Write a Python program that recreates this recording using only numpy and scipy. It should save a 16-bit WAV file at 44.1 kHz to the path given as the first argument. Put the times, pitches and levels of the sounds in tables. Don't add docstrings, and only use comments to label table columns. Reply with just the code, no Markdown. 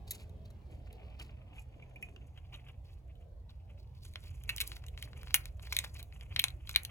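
import sys
import numpy as np
from scipy import signal
from scipy.fft import rfft, irfft, next_fast_len
from scipy.io import wavfile
from scipy.ndimage import uniform_filter1d

SR = 44100
rng = np.random.default_rng(int(sys.argv[2]) if len(sys.argv) > 2 else 0)


def generate_wav(signal):
    frames = np.transpose(np.atleast_2d(signal))
    scaled = np.clip(frames, -1, 1) * 32767
    pcm = np.round(scaled).astype(np.int16)
    wavfile.write(sys.argv[1], SR, pcm)


N = 304290

# t/s, ring/dB, knock/dB, snap/dB, crunch length/ms, ring centre/Hz,
# snap tilt/(dB per octave)
CRACKS = [(0.1082, -38.5, -71, -21, 0.46, 3630.0, 8.5), (0.1111, -35, -70, -23, 10.9, 3570, 3.0),
          (0.1482, -51, -82, -55, 5, 3400, -3), (0.295, -60.5, -82, -54, 3, 3110.0, 0),
          (0.5037, -61, -65.5, -54, 9.6, 3800, -4), (0.8688, -61, -59, -66.5, 19, 2540, -11.0),
          (0.9279, -57.5, -74, -48, 6.3, 3600.0, 3), (1.1979, -41.5, -49.5, -49, 9.2, 3100, -6),
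          (1.224, -51, -71.0, -60, 3.6, 2270, -4), (1.5806, -45, -61.5, -70, 13, 2630, -11),
          (1.823, -47.5, -77, -65, 11.5, 2430, -8.0), (1.959, -44.5, -77, -56, 10, 2490, 3),
          (2.0256, -34.5, -60, -42.5, 8, 2344, 1), (2.162, -47.5, -57, -55, 1.95, 3030, -19),
          (2.375, -50, -55.5, -61, 14, 2880, -7), (2.541, -42.5, -57.5, -54, 17.4, 3200, -7),
          (2.6849, -49.5, -57, -59.5, 21, 2840, -1.0), (3.154, -61.5, -75, -62.5, 35, 3200, -1.5),
          (3.494, -53, -63, -69.5, 7.1, 3500, 0), (4.051, -50, -68, -53, 31, 3400, -1.5),
          (4.137, -48, -72.0, -46.0, 0.97, 3510.0, 2), (4.1572, -31.5, -37.5, -41.5, 1.36, 2780, -10),
          (4.205, -71.5, -70, -49, 3.4, 2570.0, -2), (4.2377, -53, -67, -51.5, 8.1, 2900, 2),
          (4.437, -50.5, -66, -42, 1.6, 3180.0, 2), (4.4923, -21, -44.5, -31.5, 14.6, 2140, 2),
          (4.5632, -61.5, -72.0, -25.5, 1, 3740.0, 1.5), (4.5722, -40, -71, -32, 1.4, 3730.0, -2.0),
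          (4.5817, -28.5, -61, -31, 0.84, 3030, -5), (4.6034, -20.5, -50, -20, 18, 2700, 3.5),
          (4.676, -63.0, -80.5, -25.5, 0.6, 2570.0, 11.5), (4.7177, -33, -41.5, -44, 1.1, 2440, -7),
          (4.7663, -41.0, -50, -45, 2, 2610, 4), (4.8398, -47.5, -48, -51, 0.3, 2400, -15),
          (4.865, -50, -79, -42.5, 4.5, 2940.0, -9), (4.884, -42, -79, -41, 1, 3280, 1),
          (4.9763, -36, -48.5, -47, 0.17, 2490, -11), (5.0255, -31.5, -62, -28.5, 1.28, 2400, 0.5),
          (5.0758, -59, -49.5, -77.5, 2.1, 1880.0, -2), (5.132, -44.5, -46.5, -63.5, 0.18, 2400, -16),
          (5.232, -44, -44.5, -44, 0.34, 2340, 4), (5.2722, -42.5, -43, -67, 0.27, 2490, -6),
          (5.282, -45, -59.5, -62, 0.37, 2330.0, -13.0), (5.307, -39, -45, -54, 0.37, 2860, -5),
          (5.3432, -11.5, -28.5, -5, 0.79, 2630, 2), (5.346, -25, -36.5, -12.5, 19.5, 2560, 10.5),
          (5.456, -36.5, -51, -31.5, 0.2, 2740, -4), (5.5955, -45, -49, -62, 2.15, 2160, -4),
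          (5.6717, -42.5, -48, -77, 1.7, 2200, -9), (5.7246, -23.5, -34.5, -28.5, 2.97, 2420, 5),
          (5.729, -40, -47, -26, 3.4, 3210.0, -10), (5.7501, -55, -70.0, -53, 0.43, 3360.0, -5),
          (5.7664, -16.5, -53, -16.5, 0.63, 2980, 1), (5.7886, -17.5, -60, -14.0, 1.26, 3220, -8),
          (5.8408, -34.5, -37, -36, 0.83, 2480.0, -1), (5.8445, -30.5, -38, -34, 4.9, 2660.0, -10),
          (5.9625, -45.5, -71.5, -48.5, 9.9, 2360, -8.0), (5.9934, -44, -59, -51.5, 14, 2730, 6),
          (6.0284, -43, -61, -36.0, 1.1, 3480.0, 16), (6.125, -44, -54, -65, 1.65, 2420.0, -8.5),
          (6.21, -42.0, -82, -49, 1, 3230, -7), (6.3622, -18, -35, -29.0, 0.29, 2800, -10.5),
          (6.3931, -15, -48, -15.5, 0.38, 3200, 9.5), (6.3961, -14, -40.0, -14.5, 0.9, 3320, 5.5),
          (6.4186, -37.5, -73.5, -27, 1, 3850, 24), (6.4404, -13, -29.5, -14, 0.42, 2780, -3),
          (6.483, -31.5, -62, -36, 0.85, 3620, -7), (6.504, -40, -64.5, -50, 2.7, 3310.0, 0.0),
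          (6.6733, -39, -79.0, -52, 4.6, 3090.0, -2), (6.693, -29.5, -41.5, -30, 2.67, 2800, 0),
          (6.712, -41, -68, -39, 2.8, 3480.0, -2), (6.742, -37, -49, -51.0, 0.2, 2500, -8),
          (6.75, -27.5, -59, -42, 0.28, 3120, -16), (6.7603, -9, -29.5, -13.5, 0.51, 3500, 6.5),
          (6.8338, -48, -75.0, -30, 1.1, 3790.0, 7), (6.85, -30.0, -85, -22.5, 1.7, 3900, -1.5)]
SHELL_MODES = [(537, 17, 0.015), (743, 13.5, 0.045), (954, 15, 0.008), (1253, 5.5, 0.017),
               (1685, 7, 0.0069), (2003, 9.5, 0.0091), (2244, 13.5, 0.011), (2430, 9, 0.032),
               (2664, 8, 0.015), (2890, 5.5, 0.024), (3072, 7.5, 0.012), (3445, 8, 0.0043),
               (3740, 9.5, 0.0048)]
LOOSENESS = [(.6, .1), (1.8, 1.), (2.1, 1.), (2.2, .5), (3.6, .5), (4, .1)]
RING_BALANCE = [(0, 0.), (2.1, -2), (2.3, 1.5), (4.6, -1), (4.75, 2.5), (6.9, 1.5)]
# f/Hz, relative level/dB
SNAP_SPECTRUM = [(2500, -41), (4200, -20.5), (5500, -4.5), (7000, -4), (8800, -5.5), (11500, 1),
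                 (13500, -9.5), (15300, -6.5), (17000, -20)]
SCRAPE_SPECTRUM = [(1000, -8.5), (1700, -13.5), (2400, -0.5), (3200, -5), (4000, -25.5), (5000, -43)]
FUR_SPECTRUM = [(1800, -24), (3000, -8), (3700, -1), (4500, 0), (5500, -9), (7000, -17)]
CRUMB_SPECTRUM = [(3500, -14.5), (5500, -11.5), (6500, -1.5), (8000, -6.5), (11500, -2.5), (13000, -27),
                  (14500, -15), (17000, -27)]
FIDGET = [(0, -100, -90, -102.5), (.6, -93, -85, -100), (.85, -70, -78, -100), (1.25, -68.5, -79, -100),
          (1.55, -74, -100, -88), (2.6, -77.5, -87, -88), (3.2, -102, -100, -100), (3.95, -85, -83.5, -100),
          (4.2, -72.5, -78, -72.5), (5.3, -71, -85, -85.5), (5.52, -84.5, -102, -82), (6.9, -66, -114, -77)]
DRAGS = [(0.066, 0.087, -67.5, -59, -60.5), (0.186, 0.035, -67.5, -64, -70), (0.443, 0.019, -74, -71, -93),
         (0.691, 0.067, -71.5, -85, -77.5), (1.187, 0.036, -54.5, -63, -67.5),
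         (1.526, 0.085, -70.5, -81, -71), (2.007, 0.055, -72.5, -99, -70.5), (2.34, 0.049, -67, -91, -88),
         (2.518, 0.049, -58.5, -77, -76), (2.638, 0.043, -64.5, -81, -89),
         (2.833, 0.125, -75, -75.5, -88.5), (3.066, 0.037, -71, -96, -94), (3.192, 0.02, -72, -96, -89),
         (3.484, 0.035, -72, -75, -98), (3.59, 0.017, -79, -90, -95), (3.685, 0.027, -71, -97, -84),
         (3.772, 0.024, -82, -71.5, -105.5), (3.94, .025, -74, -73, -85), (4.015, 0.068, -94, -65.5, -71.5),
         (4.219, 0.059, -67, -65, -79), (4.475, 0.074, -55.5, -81, -62), (4.589, 0.15, -64, -58.5, -61),
         (4.968, 0.081, -67.5, -64, -67.5), (5.159, 0.31, -67, -67.5, -71.5),
         (5.616, 0.037, -62, -54, -66.5), (5.694, 0.11, -58.5, -50.5, -65.5),
         (5.819, 0.067, -73, -59.5, -72), (5.933, 0.069, -63.5, -65.5, -69),
         (6.136, 0.1, -67, -88.5, -71.5), (6.31, 0.16, -58.5, -66, -85), (6.664, 0.097, -68, -62, -72)]
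# f/Hz, left lead/rad
LEAD_ASIDE = [(0, 0.), (2580, 2.1), (4100, 5.3), (5500, 7.), (7000, 6.3), (16500, -6.8)]
LEAD_NUT = [(0, 0.), (2580, 1.4), (3600, 2.5), (5300, 4.6), (7300, 6.1), (16500, -7.3)]
ROOM_DECAY = [(800, 0.2), (2400, 0.11), (3600, 0.05), (12000, 0.075)]  # f/Hz, t60/s (geometric mean of the quick and the slow tail)
AIR_LEVELS = [(0, -51, -56.5), (2, -56.5, -59), (2.4, -53.5, -63), (3.8, -54.5, -62), (4.3, -49, -65),
              (5.1, -50, -60), (6, -50, -63)]
# f/Hz, relative level/dB
RUMBLE_SPECTRUM = [(31, -38.5), (39, -5), (50, 16), (62, -0.5), (80, 14), (100, 1), (160, -11), (250, -50)]
WASH_SPECTRUM = [(160, 4), (250, -4.5), (400, -6.5), (650, -5), (800, -11), (1050, -17), (1400, -27),
                 (3000, -28), (11000, -50)]
AIR_COHERENCE = [(60, .992), (130, .95), (290, .75), (640, .4), (1400, .1), (16000, .1)]  # f/Hz, left-right correlation
AIR_BALANCE = [(60, -6), (110, 2), (200, 0.4)]  # f/Hz, left minus right/dB
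HUMS = [(61, 31, -59.5), (124.8, 4.3, -69)]  # f/Hz, bandwidth/Hz, level before the swell/dB
HUM_SWELL = [(0, 7), (4.2, 6.5), (5, 10), (6.9, 8.5)]  # t/s, gain/dB
ENGINE_LEVEL = [(0, -74), (.1, -68), (.45, -68), (.62, -80), (.9, -95)]  # t/s, level/dB
ENGINE_ORDERS = [(3, 4), (4, 1), (7, -6), (8, 0)]


def cracks(rise_ms=0.46, damping_ms=1.11, knock_top_hz=1400, knock_balance_db=4.):
    rings, snaps = np.zeros((2, N)), np.zeros(N)
    t = np.arange(2400) / SR
    sides = np.array([[.5], [-.5]])
    hz, mode_db, t60 = np.transpose(SHELL_MODES)[:, :, None]
    for s, ring_db, knock_db, snap_db, crunch_ms, grip_hz, tilt_db in CRACKS:
        chance = rng.random(136)
        train = slips(crunch_ms, chance)
        loose = follow(LOOSENESS, s)[0]
        damped = (1 - loose) * np.exp(-t * 1000 / damping_ms)
        lingering = gain_of(-4 * (4.5 - loose) - 60 * t / np.clip(t60, .006, .05))
        attack = 1 - np.exp(-(t * 1000 / (rise_ms + 0.79 * loose)) ** 2)
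        log_width = np.clip(0.49 - 0.92 * loose, .12, 1)
        near_grip = np.exp(-.5 * (np.log(hz / grip_hz) / log_width) ** 2)
        detune = 1 + 0.06 * (chance[72:72 + len(hz), None] - .5)
        modes = gain_of(mode_db) * (damped + lingering) * attack * np.sin(2 * np.pi * hz * detune * t)
        ring = ([[ring_db]] * 2, near_grip)
        knock = (knock_db + knock_balance_db * sides, hz < knock_top_hz)
        for db, weights in (ring, knock):
            radiated = np.diff((weights * modes).sum(0), 2, prepend=[0, 0])
            body = signal.fftconvolve(train, radiated)[:len(t)]
            add(rings, s, gain_of(db) * body / abs(body).max())
        add(snaps, s, gain_of(snap_db) * snap(train, tilt_db, chance[-32:]))
    balance_db = follow(RING_BALANCE, np.arange(N) / SR)[0]
    return rings * gain_of(balance_db * sides) + snaps


def slips(crunch_ms, chance, per_ms=1.8, spread_db=7., fade_db=13.):
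    train, ms = np.zeros(2400), np.clip(crunch_ms, .2, 35)
    progress = np.r_[0, chance[1:24]]
    size = gain_of(-fade_db * progress - spread_db * chance[24:48] * (progress > 0))
    polarity = np.sign(chance[48:72] - .5)
    present = np.clip(1 + per_ms * ms - np.arange(24), 0, 1)
    np.add.at(train, (progress * ms * SR / 1000).astype(int), size * polarity * present)
    return train


def snap(train, tilt_db, chance, break_ms=0.17):
    t = np.arange(1, 33) / SR
    grit = rfft((chance - .5) * t * np.exp(-t * 1000 / break_ms), 64)
    tear = irfft(grit / abs(grit))[:48]
    bright = colour_taps([(hz, db + tilt_db * np.log2(hz / 9000)) for hz, db in SNAP_SPECTRUM])
    click = signal.fftconvolve(train, np.convolve(tear, bright))
    return click / abs(click).max()


def rustle(scratches_per_s=900., hiss_db=-3):
    gains = gain_of(follow(FIDGET, np.arange(N) / SR)) + drags()
    out = 0
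    for gain, spectrum in zip(gains, (SCRAPE_SPECTRUM, FUR_SPECTRUM, CRUMB_SPECTRUM)):
        size = gain_of(2.5 * np.minimum(rng.exponential(1, N), 4))
        contacts = rng.random(N) < scratches_per_s / SR
        scratches = unit_rms(size * contacts * rng.choice([-1., 1.], N))
        friction = scratches + gain_of(hiss_db) * rng.standard_normal(N)
        fits = unit_rms(uniform_filter1d(uniform_filter1d(rng.standard_normal(N), 400), 400))
        coloured = signal.oaconvolve(friction * gain_of(5.5 * fits), colour_taps(spectrum))[:N]
        out += gain * unit_rms(coloured)
    return out


def drags(rise_s=0.016, fall_db_per_s=395.5):
    start, length, *levels_db = np.transpose(DRAGS)[:, :, None]
    t = np.arange(0, N + 64, 64) / SR
    rise = np.clip((t - start) / rise_s, 0, 1)
    fall = gain_of(-fall_db_per_s * np.maximum(t - start - length, 0))
    return [np.interp(np.arange(N) / SR, t, (rise * fall * gain_of(db)).sum(0)) for db in levels_db]


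def ports(x, turn_s=(2.2, 2.3)):
    size = next_fast_len(N + 4096)
    turned = np.interp(np.arange(N) / SR, turn_s, (0, 1))
    spectrum = 0
    for share, table in ((1 - turned, LEAD_ASIDE), (turned, LEAD_NUT)):
        lead = np.interp(np.fft.rfftfreq(size, 1 / SR), *np.transpose(table))
        spectrum += rfft(x * share, size) * np.exp([1j * lead, 0 * lead])
    return irfft(spectrum, size)[:, :N]


def room(x, late_db=-5.0, correlation=0.081):
    taps = np.zeros((2, SR // 2))
    arrivals = np.arange(120, SR // 2 - 20, 20) + rng.integers(0, 20, (2, (SR // 2 - 121) // 20))
    np.put_along_axis(taps, arrivals, rng.choice([-1., 1.], arrivals.shape), 1)
    hz, t, bands = signal.stft(taps, SR, nperseg=128)
    fall_db = -60 * t / read(ROOM_DECAY, hz)[:, None]
    decay = gain_of(2 * fall_db) + gain_of(late_db + fall_db / 2)
    response = signal.istft(bands * decay, SR, nperseg=128)[1]
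    tail = signal.fftconvolve(x, response / np.linalg.norm(response[0]), axes=1)[:, :N]
    return correlated(*tail, correlation)


def room_tone():
    rumble, wash = gain_of(follow(AIR_LEVELS, np.arange(N) / SR))
    return (rumble * drifting_noise(RUMBLE_SPECTRUM, patchy_db=0.1)
            + wash * drifting_noise(WASH_SPECTRUM, patchy_db=3.5))


def drifting_noise(spectrum, patchy_db):
    frames, hz = N // 512 + 5, np.fft.rfftfreq(2048, 1 / SR)
    a, b, c, d, patches = rng.standard_normal((frames, 1025, 5)).T
    patches = unit_rms(uniform_filter1d(uniform_filter1d(patches, 6, 0), 12, 1))
    bands = correlated(a + 1j * b, c + 1j * d, read(AIR_COHERENCE, hz)[:, None])
    balance_db = read(AIR_BALANCE, hz)[:, None] * np.array([.5, -.5])[:, None, None]
    bands *= gain_of(read(spectrum, hz)[:, None] + patchy_db * patches + balance_db)
    return unit_rms(signal.istft(bands, nperseg=2048, noverlap=1536)[1][:, :N])


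def hums():
    t, out = np.arange(N) / SR, np.zeros(N)
    for hz, width_hz, db in HUMS:
        pole = np.exp(-np.pi * width_hz / SR)
        noise = rng.standard_normal(N) + 1j * rng.standard_normal(N)
        waver = signal.lfilter([1], [1, -2 * pole, pole * pole], noise)
        out += gain_of(db) * unit_rms((waver * np.exp(2j * np.pi * hz * t)).real)
    return out * gain_of(follow(HUM_SWELL, t)[0]) * gain_of([[-.8], [.8]])


def engine(fundamental_hz=53.6):
    t = np.arange(N) / SR
    drone = sum(gain_of(db) * np.sin(2 * np.pi * (order * fundamental_hz * t + rng.random()))
                for order, db in ENGINE_ORDERS)
    return gain_of(follow(ENGINE_LEVEL, t)[0]) * drone


def thin_hiss(middle_s=2.1, half_length_s=0.4, hz=6500, db=-91.5):
    band = signal.butter(2, hz * np.array([.96, 1.04]), "bandpass", fs=SR, output="sos")
    swell = np.exp(-((np.arange(N) / SR - middle_s) / half_length_s) ** 4)
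    return gain_of(db) * swell * unit_rms(signal.sosfilt(band, rng.standard_normal(N)))


def colour_taps(spectrum):
    log_gain = read(spectrum, abs(np.fft.fftfreq(2048, 1 / SR))) * np.log(10) / 20
    return np.fft.ifft(np.exp(np.conj(signal.hilbert(log_gain)))).real[:512]


def correlated(left, other, share):
    return np.array([left, share * left + np.sqrt(1 - share ** 2) * other])


def gain_of(db):
    return 10 ** (np.asarray(db) / 20)


def unit_rms(x):
    return x / np.sqrt(np.mean(x ** 2) + 1e-20)


def read(points, hz):
    f, value = np.transpose(points)
    return np.interp(np.log(hz + 1), np.log(f + 1), value)


def follow(rows, t):
    s, *columns = np.transpose(rows)
    return [np.interp(t, s, column) for column in columns]


def add(mix, s, sound):
    part = mix[..., round(s * SR):][..., :sound.shape[-1]]
    part += sound[..., :part.shape[-1]]


def scene(tail_db=-11.5):
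    direct = cracks() + rustle() + thin_hiss()
    return ports(direct + gain_of(tail_db) * room(direct)) + room_tone() + hums() + engine()


def record(dry, low_cut_hz=30, top_hz=16800):
    cut = signal.sosfilt(signal.butter(4, low_cut_hz, "highpass", fs=SR, output="sos"), dry)
    return signal.oaconvolve(cut, signal.firwin(511, top_hz, window=("kaiser", 9), fs=SR)[None], "same")


dry = scene()
out = record(dry)
generate_wav(out)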